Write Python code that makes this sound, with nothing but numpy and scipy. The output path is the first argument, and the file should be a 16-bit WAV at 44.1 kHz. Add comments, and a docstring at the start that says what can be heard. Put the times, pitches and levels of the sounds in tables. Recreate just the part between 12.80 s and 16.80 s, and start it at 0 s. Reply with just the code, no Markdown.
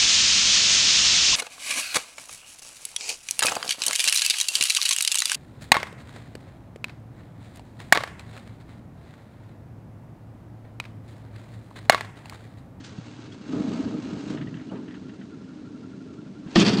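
"""On open water beside a rusty steel hull, inside a small aluminium boat that is creeping up to it.
The idling outboard shakes the boat's panels, swells briefly and churns the water, then ticks over
with a faint chirp each turn. Water splashes, slaps and bubbles along the sides. Near the end the bow
strikes the hull: the boat booms and its edge grinds along the rust, snapping off flakes."""
import sys
import numpy as np
from scipy import signal
from scipy.io import wavfile
from scipy.ndimage import uniform_filter1d

SR = 44100
rng = np.random.default_rng(int(sys.argv[2]) if len(sys.argv) > 2 else 0)


def file_out(sig):
    """Save sig as 16-bit WAV at sys.argv[1]."""
    # one column per channel
    cols = np.atleast_2d(sig).T
    # limit, then scale
    lim = np.clip(cols, -1, 1)
    pcm = np.round(lim * 32767).astype(np.int16)
    wavfile.write(sys.argv[1], SR, pcm)


N = 176400
T = np.arange(N) / SR


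def amp(db):
    """Decibels to gain."""
    return 10 ** (np.asarray(db) / 20)


def unit(x):
    """Scales to rms 1."""
    return x / np.sqrt(np.mean(x ** 2) + 1e-20)


def steady(x):
    """Rides out slow swings of level, holding the rms near 1."""
    return x / np.sqrt(abs(uniform_filter1d(x ** 2, size=5000)) + 1e-20)


def curve(points):
    """Automation lane: straight lines between (seconds, value) points."""
    return np.interp(T, *np.transpose(points))


def noise():
    """White noise."""
    return rng.standard_normal(N)


def wobble(samples):
    """Random modulation of rms 1, smoothed over this many samples."""
    return unit(uniform_filter1d(noise(), samples))


def grains(per_s, spread_db):
    """Random clicks of uneven size, at rms 1."""
    size = amp(spread_db * np.minimum(rng.exponential(1, N), 4))
    return unit(size * rng.choice([-1, 1], N) * (rng.random(N) < per_s / SR))


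def burst(start, fade_s, rise_s):
    """Envelope with a straight attack and an exponential fade."""
    t = np.maximum(T - start, 0)
    return np.minimum(t / rise_s, 1) * np.exp(-np.maximum(t - rise_s, 0) / fade_s)


def ping(start, hz, fade_s, rise_s):
    """A struck sine that dies away."""
    return burst(start, fade_s, rise_s) * np.sin(2 * np.pi * hz * (T - start))


def eq(x, points):
    """Minimum-phase EQ of unit energy: the (Hz, dB) points set only the tone."""
    size = 8192
    hz, db = np.transpose(points)
    bins_hz = abs(np.fft.fftfreq(size, 1 / SR))
    log_gain = np.log(amp(np.interp(np.log(bins_hz + 1), np.log(hz), db)))
    taps = np.fft.ifft(np.exp(np.conj(signal.hilbert(log_gain)))).real[:size // 2]
    return signal.oaconvolve(x, taps / np.linalg.norm(taps))[:N]


def resonate(x, hz, width_hz):
    """One resonance of gain 1."""
    r = np.exp(-np.pi * width_hz / SR)
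    return 2 * signal.lfilter([1 - r], [1, -r * np.exp(2j * np.pi * hz / SR)], x).real


def band(x, hz, width_hz):
    """The same resonance twice, for steeper skirts."""
    return resonate(resonate(x, hz, width_hz), hz, width_hz)


def plating(x, t60_s=0.097, wet_db=-8.5):
    """Adds the dense, short ring of the boat's thin sheet metal."""
    t = T[:8000]
    tail = rng.standard_normal(len(t)) * amp(-60 * t / t60_s)
    wet = signal.oaconvolve(x, tail / np.linalg.norm(tail))[:N]
    return (x + amp(wet_db) * wet) / np.hypot(1, amp(wet_db))


# How hard the motor works. Each row: time in seconds, rumble level in dB.
MOTOR_EFFORT = [(0, -45.5), (.3, -45.5), (.65, -42.5), (.74, -26), (1.0, -30), (1.18, -29.5), (1.23, -36.5),
                (1.29, -31), (1.44, -35.5), (1.51, -30.5), (1.76, -39), (2.0, -38.5), (2.71, -41.5),
                (2.9, -40), (3.72, -41)]
# The revs. Each row: time in seconds, firings per second.
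MOTOR_SPEED = [(0, 22), (.6, 23), (.8, 27.5), (1.4, 27), (1.8, 23), (4, 23)]
# Panels the motor shakes. Each row: pitch in Hz, width in Hz, gain in dB.
PANELS = [(104, 12, -4.5), (193.6, 7.5, -3.5), (261.2, 9.4, 1.5), (303.7, 14.6, 3), (633.7, 13, 7),
          (1260, 50, 0.5), (2900, 130, 2.5)]
# The rumble, dark at idle and brighter under load. Each row: frequency in Hz, relative gain in dB.
IDLE_EQ = [(20, -48.5), (60, -21), (100, -9), (130, -5.5), (190, -1.5), (270, -1), (340, -7.5),
           (430, -10.5), (520, -27.5), (640, -26.5), (800, -45), (2000, -50), (10000, -80)]
LOADED_EQ = [(20, -34.5), (80, -22.5), (100, -18.5), (125, -11.5), (185, -4.5), (290, -1), (350, -12),
             (470, -10.5), (540, -26.5), (640, -19), (760, -24), (1050, -33.5), (1270, -27), (1600, -42),
             (10000, -82)]
def motor(puff_s=0.0075, puff_floor=0.89, load_from_db=-40.5, load_span_db=14):
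    """Each firing gives a thump and a puff of exhaust that shake the panels; load brightens them."""
    speed, effort_db = curve(MOTOR_SPEED), curve(MOTOR_EFFORT)
    firings = np.cumsum(speed * (1 + .15 * wobble(1500))) / SR
    thumps = unit(np.diff(np.floor(firings), prepend=0) * amp(1.5 * noise()))
    since_firing_s = (firings % 1) / speed
    puffs = unit(noise() * (puff_floor + np.exp(-since_firing_s / puff_s)))
    drive = unit(puffs + 0.33 * thumps)
    shaken = drive + sum(amp(db) * resonate(drive, hz, width) for hz, width, db in PANELS)
    load = np.clip((effort_db - load_from_db) / load_span_db, 0, 1)
    return amp(effort_db) * steady((1 - load) * eq(shaken, IDLE_EQ) + load * eq(shaken, LOADED_EQ))


# Low drones. Each row: start in seconds, end in seconds, pitch in Hz, level in dB.
HUMS = [(-.1, .6, 112.4, -47), (1.56, 1.831, 141, -37.5)]
def hums(fade_s=0.056):
    """The boat drones on one rough, low note for a moment."""
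    return sum(amp(db) * np.clip(np.minimum(T - start, end - T) / fade_s, 0, 1)
               * steady(band(noise(), hz, width_hz=37)) for start, end, hz, db in HUMS)


# The chirp creeping in. Each row: time in seconds, relative level in dB.
CHIRP_FADER = [(0, -66), (1.6, -55), (2.1, -54), (2.6, -52), (3.2, -51.5), (3.75, -55)]
def chirp(turn_s=.0869, anchor_s=2.608, jitter_s=0.0069, width_s=0.013, pitch_hz=1380):
    """A faint, uneven squeak on each turn of the motor, every second one weaker."""
    turns = (T - anchor_s + jitter_s * wobble(3000)) / turn_s
    nearest = np.round(turns)
    gate = np.exp(-.5 * ((turns - nearest) * turn_s / width_s) ** 2)
    accent_db = np.where(nearest % 2, -2, -4)
    hz = pitch_hz + 42.3 * wobble(200)
    tone = np.sin(2 * np.pi * np.cumsum(hz) / SR) * (1 + 0.35 * wobble(250))
    return amp(curve(CHIRP_FADER) + accent_db + 0.5 * wobble(3000)) * gate * tone


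# Swells of churned water. Each row: time in seconds, relative level in dB.
CHURN_FADER = [(0, -54.5), (.11, -56), (.2, -55), (.45, -54), (.5, -58), (.62, -58), (.68, -51.5),
               (.76, -49), (.99, -47.5), (1.18, -52), (1.3, -51), (1.47, -51.5), (1.54, -47.5),
               (1.58, -57.5), (2.0, -61), (2.63, -63.5), (3.64, -63.5), (3.72, -51)]
# Its frothy tone. Each row: frequency in Hz, relative gain in dB.
CHURN_EQ = [(60, -27), (400, 6.5), (900, 3), (1500, 0), (2000, -1.5), (3000, -1), (4400, -4.5), (5500, -10),
            (6500, -8.5), (7400, -15), (8500, -18.5), (9800, -37.5)]
def churn(trim_db=3, flutter_db=1.9):
    """Water stirred by the motor fizzes and rings in the plating."""
    fizz = unit(noise() + 0.63 * grains(per_s=2500, spread_db=6))
    fizz *= amp(flutter_db * wobble(400))
    return amp(curve(CHURN_FADER) + trim_db) * eq(plating(fizz), CHURN_EQ)


# A soft bed of water. 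Each row: frequency in Hz, relative gain in dB.
WASH_EQ = [(20, -5), (80, 0), (500, 4), (900, -4), (1600, -7.5), (2600, -13.5), (4500, -14.5),
           (7000, -20.5), (10000, -31.5)]
def wash(level_db=-57):
    """The steady hush of open water."""
    return amp(level_db) * eq(noise(), WASH_EQ)


# Swishes of spray. Each row: start in seconds, fade in seconds, level in dB.
SWISHES = [(0.035, 0.031, -43.5), (0.516, 0.013, -50.5), (1.49, .035, -48.5)]
# Their airy tone. Each row: frequency in Hz, relative gain in dB.
SWISH_EQ = [(300, -13.5), (1500, -4.5), (3400, -4), (5500, -6), (7500, -12.5), (10000, -29.5)]
def spray():
    """Fine drops land in short, hissing showers."""
    envelope = sum(amp(db) * burst(start, fade_s, rise_s=0.0097) for start, fade_s, db in SWISHES)
    return eq(envelope * grains(per_s=5400, spread_db=3.5), SWISH_EQ)


# Dull knocks. Each row: start in seconds, pitch in Hz, level in dB.
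KNOCKS = [(0.184, 166, -24), (.884, 235, -23.5), (1.0, 271, -21.5), (1.04, 110, -29), (1.665, 150, -27),
          (3.661, 178, -25)]
def knocks():
    """Low thuds in the boat, a few cycles each."""
    return sum(amp(db) * ping(start, hz, fade_s=0.0054, rise_s=0.0037) for start, hz, db in KNOCKS)


# Tiny plinks. Each row: start in seconds, starting pitch in Hz, level in dB.
BUBBLES = [(0.52, 3230, -45.5), (1.384, 4050, -49), (1.453, 2720, -47), (1.575, 1850, -46),
           (1.671, 1845, -40.5), (1.741, 2600, -46.5), (1.896, 2810, -46.5), (2.141, 1770, -49)]
def bubbles():
    """Each small bubble rings briefly, bending up in pitch."""
    return sum(amp(db) * ping(start, hz * (1 + 2.5 * (T - start)), fade_s=.007, rise_s=0.0024)
               for start, hz, db in BUBBLES)


# Slaps of water. Each row: start in seconds, fade in seconds, level in dB.
SLAPS = [(0.739, 0.046, -37), (1.507, 0.06, -37.5), (1.904, 0.066, -33.5), (3.655, 0.014, -44)]
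# Their hollow tone. Each row: frequency in Hz, relative gain in dB.
SLAP_EQ = [(40, -32), (150, 5), (420, 3), (600, -8.5), (950, -9.5), (1250, -14), (1700, -22),
           (10000, -50.5)]
def slaps():
    """Water slaps under the bow in dull bursts of noise."""
    envelope = sum(amp(db) * burst(start, fade_s, rise_s=.017) for start, fade_s, db in SLAPS)
    return eq(envelope * noise(), SLAP_EQ)


# Small splashes. Each row: start in seconds, level in dB.
SPLASHES = [(1.499, -51), (1.571, -41.5), (1.61, -44.5), (1.669, -50), (1.738, -48), (1.767, -52),
            (1.794, -49), (1.824, -63), (1.954, -50), (2.078, -48), (2.108, -52), (2.139, -47.5),
            (2.291, -53), (2.41, -51.5), (3.671, -53)]
# Their wet midrange. Each row: frequency in Hz, relative gain in dB.
SPLASH_EQ = [(300, -19.5), (1200, 2), (1850, 8), (2300, -1.5), (3000, 2.5), (4500, -15), (10000, -57.5)]
def splashes():
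    """Water breaks against the side in quick spatters."""
    envelope = sum(amp(db) * burst(start, fade_s=0.017, rise_s=0.0027) for start, db in SPLASHES)
    return eq(envelope * grains(per_s=5000, spread_db=1.8), SPLASH_EQ)


# Surges of grinding. Each row: time in seconds, relative level in dB.
GRIND_FADER = [(3.745, -46), (3.756, -32), (3.761, -23), (3.778, -23.5), (3.79, -23), (3.804, -17.5),
               (3.83, -25.5), (3.843, -35), (3.862, -22.5), (3.89, -25), (3.916, -33), (3.945, -29),
               (3.966, -41.5), (3.975, -30), (4, -31)]
# The bow's bright ring. Each row: pitch in Hz, width in Hz, relative gain in dB.
BOW_RINGS = [(1730, 60, 4), (2760, 40, -2), (3200, 160, -8), (3660, 40, 0), (4600, 180, 1.5),
             (5100, 90, -1)]
# The rasp of rust. Each row: frequency in Hz, relative gain in dB.
RUST_EQ = [(100, -20), (500, -3.5), (1000, 1.5), (1600, -2.5), (2600, 4), (4600, 1), (5600, -3),
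           (7200, -12.5), (8500, -17), (10000, -48)]
def scrape(trim_db=-2.5, bow_db=-7, clump_db=0.87):
    """Rust flakes snap in clumps under the bow and ring its thin metal."""
    flakes = unit(grains(per_s=2500, spread_db=-0.5) + .5 * noise())
    flakes *= amp(clump_db * wobble(130))
    touching = T > GRIND_FADER[0][0]
    drive = flakes * amp(curve(GRIND_FADER) + trim_db) * touching
    rings = sum(amp(db + bow_db) * resonate(drive, hz, width) for hz, width, db in BOW_RINGS)
    return eq(plating(drive) + rings, RUST_EQ)


# Bright crunches. Each row: start in seconds, fade in seconds, centre in Hz, level in dB.
SNAGS = [(3.7565, .003, 5250, -25), (3.799, 0.0098, 6650, -26), (3.8492, 0.003, 4600, -22),
         (3.865, .003, 4600, -21), (3.879, 0.0095, 4730, -26.5), (3.893, 0.0024, 5350, -26),
         (3.935, 0.013, 7350, -48), (3.971, 0.0025, 4500, -30), (3.984, 0.0025, 4430, -27)]
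def snags():
    """The bow catches on rust scale and breaks free."""
    grit = noise()
    return sum(amp(db) * burst(start, fade_s, rise_s=0.0011) * unit(band(grit, hz, width_hz=1020))
               for start, fade_s, hz, db in SNAGS)


# The boat's ringing body. Each row: pitch in Hz, relative level in dB, seconds to fall 60 dB.
BOAT_MODES = [(95, -30.5, 0.34), (121.8, -11, 0.8), (148.4, -7.5, 0.79), (179.5, -1, 0.49), (190, -1, 1),
              (205.1, 5.5, 0.67), (261, -15, 0.24), (294.3, -8, 0.53), (331.2, 3, 0.32), (364, -11, 0.35),
              (428, -14, 0.99), (652, -21.5, .3), (790, -27, 0.3), (1264, -15, 0.14)]
# The hard crack and the low shudder after it. Each row: frequency in Hz, relative gain in dB.
CRACK_EQ = [(20, -4), (45, 2), (80, -23), (250, -15), (500, 2.5), (780, 0.5), (980, -7.5), (1200, 8.5),
            (1500, -27.5), (1800, -1), (2300, -9.5), (4500, -11), (6500, -28), (10000, -52)]
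SHUDDER_EQ = [(30, -33), (85, -19.5), (170, 2.5), (330, -1.5), (440, -6.5), (500, -15.5), (750, -19.5),
              (1300, -24.5), (2000, -27.5), (10000, -62)]
def collision(hit_s=3.7575, ring_db=-17, rubbed_db=-19):
    """The blow cracks, booms and rings the boat; the sliding contact keeps its panels shuddering."""
    crack = amp(-9) * eq(noise() * burst(hit_s, fade_s=0.0041, rise_s=0.0014), CRACK_EQ)
    rub = noise() * burst(hit_s, fade_s=0.27, rise_s=0.0022)
    ring = np.zeros(N)
    for hz, db, t60 in BOAT_MODES:
        fade_s = t60 / np.log(1000)
        tone = np.sin(2 * np.pi * (hz * (T - hit_s) + rng.random()))
        struck = burst(hit_s, fade_s, rise_s=0.0014) * tone
        rubbed = resonate(rub, hz, 1 / (np.pi * fade_s)) * np.sqrt(SR * fade_s)
        ring += amp(db) * (struck + amp(rubbed_db) * rubbed)
    push = amp(-20.5) * ping(hit_s, hz=42, fade_s=0.014, rise_s=0.0022)
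    boom = amp(-13.5) * ping(hit_s, hz=184, fade_s=0.01, rise_s=0.011)
    shudder = amp(-18.5) * eq(rub, SHUDDER_EQ)
    return crack + push + boom + amp(ring_db) * ring + shudder


def scene():
    """Motor, water and the collision, heard in mono from inside the boat."""
    boat = motor() + hums() + chirp() + knocks()
    water = churn() + wash() + splashes() + spray() + slaps() + bubbles()
    impact = collision() + scrape() + snags()
    return (boat + water + impact)[None]


def record(dry, ceiling=.8, cutoff_hz=10100):
    """Soft-clips the peaks, then cuts the top end."""
    clipped = dry / (1 + (dry / ceiling) ** 4) ** (1 / 4)
    lowpass = signal.firwin(511, cutoff_hz, window=("kaiser", 9), fs=SR)
    return signal.oaconvolve(clipped, lowpass[None], "same")


dry = scene()
out = record(dry)
file_out(out)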